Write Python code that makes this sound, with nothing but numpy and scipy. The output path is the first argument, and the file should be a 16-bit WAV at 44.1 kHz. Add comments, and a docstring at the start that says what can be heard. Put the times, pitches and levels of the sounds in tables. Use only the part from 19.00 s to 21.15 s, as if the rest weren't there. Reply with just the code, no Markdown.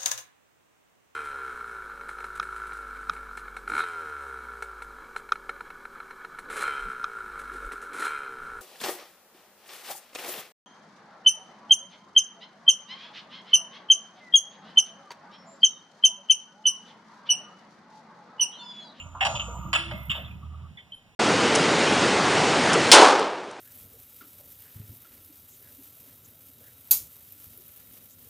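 """Skip truck on a rough junction

A skip truck pulls past a microphone pair. At each bump, impacts excite the modes of its steel skip
and chains, which clank, chatter and ring. Periodic firing gives the engine a rising drone, and the
tyres rumble and thud. The running gear adds a whirr, a thin hiss, a brake squeal and a brief high
whistle. The street reflects the sound of the steel; distant traffic remains as the truck leaves."""
import sys
import numpy as np
from scipy import signal
from scipy.fft import rfft, irfft, next_fast_len
from scipy.io import wavfile
from scipy.ndimage import uniform_filter1d, minimum_filter1d, map_coordinates

SR = 44100
rng = np.random.default_rng(int(sys.argv[2]) if len(sys.argv) > 2 else 0)


def store_pcm(level_fs):
    """Save levels as 16-bit WAV."""
    pcm = np.round(np.clip(level_fs, -1, 1) * 32767).astype(np.int16)
    wavfile.write(sys.argv[1], SR, np.atleast_2d(pcm).T)


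N = 94815

# blows: t/s, chatter length/s, then level/dB of wall, frame, links, crack, ping
BLOWS = [(0.207, 0.032, -37.5, -28.5, -24.5, -46, -49.5), (0.248, 0.026, -29.5, -32.5, -25.5, -36, -42.5),
         (0.352, 0.023, -49, -56, -33, -50.5, -58), (0.7305, 0.0095, -33.5, -21, -17.5, -29, -33.5),
         (0.749, 0.014, -36, -26.5, -20, -46, -37.5), (0.91, 0.014, -42.5, -41.5, -41.5, -60.5, -77),
         (1.099, 0.029, -60, -39, -29, -56, -51), (1.145, 0.036, -48.5, -47, -37, -69, -66.5)]
# bands of wall, frame, links, crack, ping, sparkle: lower f/Hz, upper f/Hz
STEEL_BANDS = [(570, 940), (1050, 2550), (2620, 3455), (3700, 6270), (7000, 8030), (9200, 15000)]
# distinct steel modes: f/Hz, relative level/dB, t60/s
STEEL_MODES = [(661, -2, 0.27), (1410, -7, 0.06), (1550, -18, 0.1), (2786, -5.5, 0.12), (2990, 1, 0.05)]
# spectrum of the dense plate modes: f/Hz, relative level/dB
PLATE_SPECTRUM = [(400, 10.5), (700, 6), (2200, 7), (3050, -6), (4600, -0.5), (6200, -10.5), (7500, -29),
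                  (8700, -19), (9500, -2.5), (10600, -24), (15000, -31)]
PLATE_T60, RING_T60 = 0.0046, 0.52  # first decay and lasting ring, in s
MODE_DB, RING_DB = -35.5, -28.5  # relative to the dense modes

def clanks():
    """Modal response: loose steel strikes the skip, convolving its impulse response with the contacts."""
    out, t = np.zeros(N), np.arange(SR * 3 // 5) / SR
    hardest_crack_db = max(row[-2] for row in BLOWS)
    for s, length_s, *levels in BLOWS:
        plate = noise(PLATE_SPECTRUM, len(t)) * (fade(t, PLATE_T60) + amp(RING_DB) * fade(t, RING_T60))
        modes = sum(amp(db + MODE_DB + rng.normal(0, 1.16)) * fade(t, t60)
                    * np.sin(2 * np.pi * (hz * t + rng.random())) for hz, db, t60 in STEEL_MODES)
        blow = signal.fftconvolve(plate + modes, chatter(length_s))
        # in softer blows the sparkle falls away faster than the crack
        sparkle_db = -39.5 + 1.2 * (levels[-2] - hardest_crack_db)
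        for band, db in zip(STEEL_BANDS, levels + [sparkle_db]):
            part = signal.sosfilt(signal.butter(4, band, 'bandpass', fs=SR, output='sos'), blow)
            early = part[:int((length_s + PLATE_T60 / 2) * SR)]
            add(out, s, amp(db) * part / np.sqrt(np.mean(early ** 2)))
    return out


def chatter(length_s, count=24, contacts_per_s=520, spread_db=2.5, first_db=-5.5):
    """Intermittent contact: an irregular impulse train that dies away after length_s."""
    slots = np.arange(count)
    times = (slots + rng.uniform(-.5, .5, count) * (slots > 0)) / contacts_per_s
    sizes = amp(spread_db * rng.standard_normal(count) + first_db * (slots == 0))
    sizes *= rng.choice([-1, 1], count)
    return np.bincount(np.round(times * SR).astype(int), sizes / (1 + (times / length_s) ** 8))


# knocks on the skip's panels: t/s, f/Hz, half width/Hz, t60/s, level/dB
PANEL_KNOCKS = [(0.149, 1100, 250, 0.28, -38), (0.214, 776, 48, 0.32, -25.5),
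                (0.7305, 1080, 43, 0.024, -15.5), (0.915, 617, 42, 0.36, -41.5),
                (0.912, 2110, 91, 0.81, -46), (1.177, 650, 117, 0.2, -42), (0.48, 483, 46, 0.16, -44)]

def knocks(attack_s=0.0017):
    """Free vibration: a struck panel rings out around its natural frequency."""
    out, t = np.zeros(N), np.arange(SR // 2) / SR
    for s, hz, width_hz, t60, db in PANEL_KNOCKS:
        envelope = (1 - np.exp(-t / attack_s)) * fade(t, t60)
        add(out, s, amp(db) * envelope * jangle(hz, width_hz, len(t)))
    return out


# single chain links: t/s, f/Hz, half width/Hz, attack/s, level/dB
LINK_STRIKES = [(0.0, 2800, 304, 0.00067, -36), (0.397, 2890, 250, 0.00013, -25),
                (1.096, 2986, 172, 0.0025, -21.5), (1.247, 3420, 190, 0.0014, -40.5),
                (1.272, 2600, 69, 0.0031, -45), (1.310, 2526, 66.4, 0.0025, -42),
                (1.772, 3423, 99, 0.0016, -42.5), (1.783, 3160, 70, 0.0039, -43.5),
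                (1.775, 2120, 233, 0.0032, -41.5), (1.92, 3125, 70, 0.0039, -32),
                (1.941, 10650, 497, 0.0073, -49.5)]

def clinks(contacts=3, bounce_s=0.0098, loss_db=3.5):
    """Inelastic rebound: a chain link rings more softly at each bounce."""
    out, t = np.zeros(N), np.arange(SR // 4) / SR
    decay = fade(t, t60=0.056) + amp(-29) * fade(t, RING_T60)
    for s, hz, width_hz, attack_s, db in LINK_STRIKES:
        envelope = (1 - np.exp(-t / attack_s)) * decay
        for k in range(contacts):
            add(out, s + k * bounce_s, amp(db - k * loss_db) * envelope * jangle(hz, width_hz, len(t)))
    return out


# creaks: t/s, level/dB
STEEL_CREAKS = [(1.406, -54.5), (1.508, -55.5), (1.621, -56.5)]

def creaks(length_s=0.0597):
    """Friction: steel rubs on steel as the load sways, sounding a narrow band."""
    out, size = np.zeros(N), int(length_s * SR)
    for s, db in STEEL_CREAKS:
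        rub = unit(narrow(centre_hz=1210, width_hz=90)[:size])
        add(out, s, amp(db) * rub * signal.windows.tukey(size))
    return out


# firing rate: t/s, f/Hz
FIRING_RATE = [(0, 53.14), (.45, 60.93), (.75, 65.13), (1.5, 77.74), (2.15, 85)]
# first engine order: t/s, level/dB
DRONE_LEVEL = [(0, -60), (.3, -51.5), (.48, -41), (.71, -42.5), (.77, -47), (.95, -41.5), (1.04, -46),
               (1.13, -42), (1.33, -47), (1.48, -40), (1.71, -46), (1.735, -61.5), (2.1, -91)]
# orders 1.5, 2, 2.5 and 3: level/dB relative to the first
UPPER_ORDERS = [-12.5, -15, -29.5, -35]
# booming panel: t/s, level/dB
BOOM_LEVEL = [(.62, -66), (.72, -52.5), (.9, -46.5), (1.02, -82)]
# second engine: t/s, level/dB
IDLE_LEVEL = [(0, -51), (.35, -48), (0.649, -53), (1.0, -93)]

def engines(idle_hz=84):
    """Periodic firing: rising orders, a panel resonating at the fifth, and a second, steady engine."""
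    firing_hz = curves(FIRING_RATE)[0] * (1 + 0.0034 * wobble(20))
    phase = 2 * np.pi * np.cumsum(firing_hz) / SR
    drone = amp(1.5 * wobble(16.3)) * np.sin(phase)
    for k, db in enumerate(UPPER_ORDERS, 1):
        drone += amp(db + 1.46 * wobble(36.14)) * np.sin((1 + k / 2) * phase + rng.uniform(0, 2 * np.pi))
    boom = amp(curves(BOOM_LEVEL)[0] + 3 * wobble(45)) * np.sin(5 * phase + .5 * wobble(60))
    idle_phase = 2 * np.pi * idle_hz * np.arange(N) / SR
    idle = amp(curves(IDLE_LEVEL)[0] + 2.3 * wobble(7.9)) * np.sin(idle_phase)
    return np.sqrt(2) * (amp(curves(DRONE_LEVEL)[0]) * drone + boom + idle)


# tyre rumble: t/s, level/dB
RUMBLE_LEVEL = [(.22, -54), (.3, -43), (.65, -42.5), (.82, -47.5), (.95, -42), (1.07, -47.5), (1.18, -41.5),
                (1.5, -53), (1.71, -47), (1.735, -58.5), (1.95, -67.5)]
# its spectrum: f/Hz, relative level/dB
RUMBLE_SPECTRUM = [(45, -11), (110, 7.5), (195, 0), (250, -11.5), (400, -23.5), (900, -73)]
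# wheel thuds: t/s, level/dB
POTHOLES = [(0.472, -35.5), (0.586, -34), (0.653, -27), (0.941, -27)]

def tyres(thud_hz=181):
    """Roughness excitation: the wheels rumble unevenly, with a damped thud at each pothole."""
    out = amp(curves(RUMBLE_LEVEL)[0] + 2.88 * wobble(31.89)) * noise(RUMBLE_SPECTRUM)
    t = np.arange(SR // 4) / SR
    thud = np.sin(2 * np.pi * thud_hz * t) * (1 - np.exp(-2 * thud_hz * t)) * fade(t, t60=0.061)
    for s, db in POTHOLES:
        add(out, s, amp(db) * thud)
    return out


# running gear: t/s, whirr level/dB, hiss level/dB
GEAR_LEVELS = [(0, -53, -60), (.2, -52.5, -68), (.3, -37.5, -45), (.42, -42.5, -44), (.7, -47, -63),
               (1.0, -50.5, -74), (1.36, -63.5, -81.5), (1.67, -61, -96), (1.72, -87, -105)]
# resonances of whirr and hiss: f/Hz, half width/Hz, relative level/dB
WHIRR_MODES = [(664, 138, -2.5), (955, 69, 1), (1188, 63, 4.5), (1324, 128, 0), (2620, 520, -3.5)]
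HISS_MODES = [(6440, 250, 8), (7115, 88, 9), (7500, 420, 0.5)]
# highest hiss, brake squeal and whistle: t/s, level/dB
FIZZ_LEVEL = [(.2, -85), (.66, -64.5), (.95, -89)]
SQUEAL_LEVEL = [(0, -48), (.07, -68), (.2, -137)]
WHISTLE_LEVEL = [(.82, -100), (.93, -58), (1.1, -49.5), (1.33, -65.5), (1.6, -100)]

def running_gear():
    """Narrow-band noise: rubbed resonances whirr and hiss, with a brake squeal and a high whistle."""
    whirr_db, hiss_db = curves(GEAR_LEVELS)
    whirr = amp(whirr_db) * flutter(WHIRR_MODES, swing_db=3.0, rate=34)
    hiss = amp(hiss_db) * flutter(HISS_MODES, swing_db=2.5, rate=24.85)
    fizz = amp(curves(FIZZ_LEVEL)[0]) * narrow(centre_hz=13400, width_hz=1400)
    squeal = amp(curves(SQUEAL_LEVEL)[0]) * jangle(hz=7145, width_hz=20, size=N)
    whistle = amp(curves(WHISTLE_LEVEL)[0]) * narrow(centre_hz=12340, width_hz=125)
    return whirr + hiss + fizz + squeal + whistle


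# distant traffic: f/Hz, relative level/dB
TRAFFIC_SPECTRUM = [(20, -3), (60, -4), (190, 2.5), (380, -12), (750, -4), (1400, -12.5), (3000, -6.5),
                    (4300, -19.5), (9500, -26), (16000, -36)]

def traffic(level_db=-60.5):
    """Incoherent sources: distant vehicles merge into steady noise."""
    return amp(level_db) * noise(TRAFFIC_SPECTRUM)


def reflections(x, t60, build_s=0.031):
    """Diffuse reflection: road, cars and house fronts return a decaying tail."""
    t = np.arange(SR // 2) / SR
    tail = rng.standard_normal(len(t)) * fade(t, t60) * (1 - np.exp(-t / build_s))
    return signal.fftconvolve(x, tail / np.linalg.norm(tail))[:N]


# left microphone relative to right: f/Hz, phase/rad
PAIR_PHASE = [(0, 0), (1000, 0), (1460, -.3), (1720, -1.7), (3300, -6.1), (7240, -18.6), (15600, -43.8)]
# left relative to right: f/Hz, level/dB
PAIR_BALANCE = [(450, -3.5), (650, 0), (1100, -3), (1500, 6.5), (2000, -6), (4000, 3.5), (7500, 1),
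                (14000, -4)]
# diffuse share: f/Hz, relative level/dB
DIFFUSE_SHARE = [(40, -20.5), (150, -7.5), (700, -12.5), (12000, -42)]

def microphone_pair(x):
    """Path difference: sound reaches the right microphone first; a little arrives from all round."""
    def direct(hz):
        phase = np.interp(hz, *np.transpose(PAIR_PHASE))
        left = amp(along(PAIR_BALANCE, hz) / 2) * np.exp(.5j * phase)
        return np.array([left, 1 / left])
    side = filtered(reflections(x, t60=0.12), lambda hz: amp(along(DIFFUSE_SHARE, hz)))
    return filtered(x, direct) + np.array([side, -side])


def flutter(resonances, swing_db, rate):
    """Amplitude modulation: each resonance swells on its own; rms 1."""
    return unit(sum(amp(db + swing_db * wobble(rate)) * narrow(hz, width)
                    for hz, width, db in resonances))


def jangle(hz, width_hz, size):
    """Envelope compression: a ring of nearly even strength and wandering pitch."""
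    analytic = signal.hilbert(narrow(hz, width_hz, size))
    return 2 * analytic.real / np.sqrt(np.abs(analytic) ** 2 + .5)


def narrow(centre_hz, width_hz, size=N):
    """Band-pass noise of half width width_hz; rms 1."""
    white = rng.standard_normal(size)
    return unit(filtered(white, lambda hz: 1 / (1 + ((hz - centre_hz) / width_hz) ** 4)))


def noise(spectrum, size=N):
    """Spectral shaping of white noise; rms 1."""
    return unit(filtered(rng.standard_normal(size), lambda hz: amp(along(spectrum, hz))))


def filtered(x, response):
    """Linear filtering: the spectrum of x times a frequency response."""
    size = x.shape[-1]
    padded = next_fast_len(size + SR // 2)
    return irfft(rfft(x, padded) * response(np.fft.rfftfreq(padded, 1 / SR)), padded)[..., :size]


def wobble(rate):
    """Spline through random knots, rate of them a second."""
    return map_coordinates(rng.standard_normal(int(N * rate / SR) + 4), [np.arange(N) * rate / SR])


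def curves(rows):
    """Linear interpolation of each column after t/s, one value per sample."""
    times, *columns = np.transpose(rows)
    return [np.interp(np.arange(N) / SR, times, column) for column in columns]


def along(points, hz):
    """Interpolation on a logarithmic frequency axis."""
    freqs, values = np.transpose(points)
    return np.interp(np.log(hz + 1), np.log(freqs + 1), values)


def fade(t, t60):
    """Exponential decay, 60 dB in t60."""
    return np.exp(-np.log(1000) * t / t60)


def amp(db):
    """Decibels to amplitude ratio."""
    return 10 ** (np.asarray(db) / 20)


def unit(x):
    """Normalisation to rms 1."""
    return x / np.sqrt(np.mean(x ** 2) + 1e-20)


def add(track, s, sound):
    """Superposition of a sound on the track at time s."""
    start = max(round(s * SR), 0)
    track[start:start + len(sound)] += sound[:N - start]


def scene():
    """Superposition: truck, street echo and distant traffic sum at the microphones."""
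    steel = clanks() + knocks() + clinks() + creaks()
    street = amp(-13.5) * reflections(steel, t60=0.15) + traffic()
    return microphone_pair(steel + street + engines() + tyres() + running_gear())


def record(dry):
    """Peak and band limiting: the gain dips at the hardest clanks, and the top treble is cut."""
    ceiling_db, reaction_s, top_hz = -10.5, 0.0045, 15850
    size = int(reaction_s * SR)
    needed = np.minimum(1, amp(ceiling_db) / (np.abs(dry).max(axis=0) + 1e-9))
    gain = uniform_filter1d(minimum_filter1d(needed, size), size)
    return filtered(dry * gain, lambda hz: hz < top_hz)


dry = scene()
out = record(dry)
store_pcm(out)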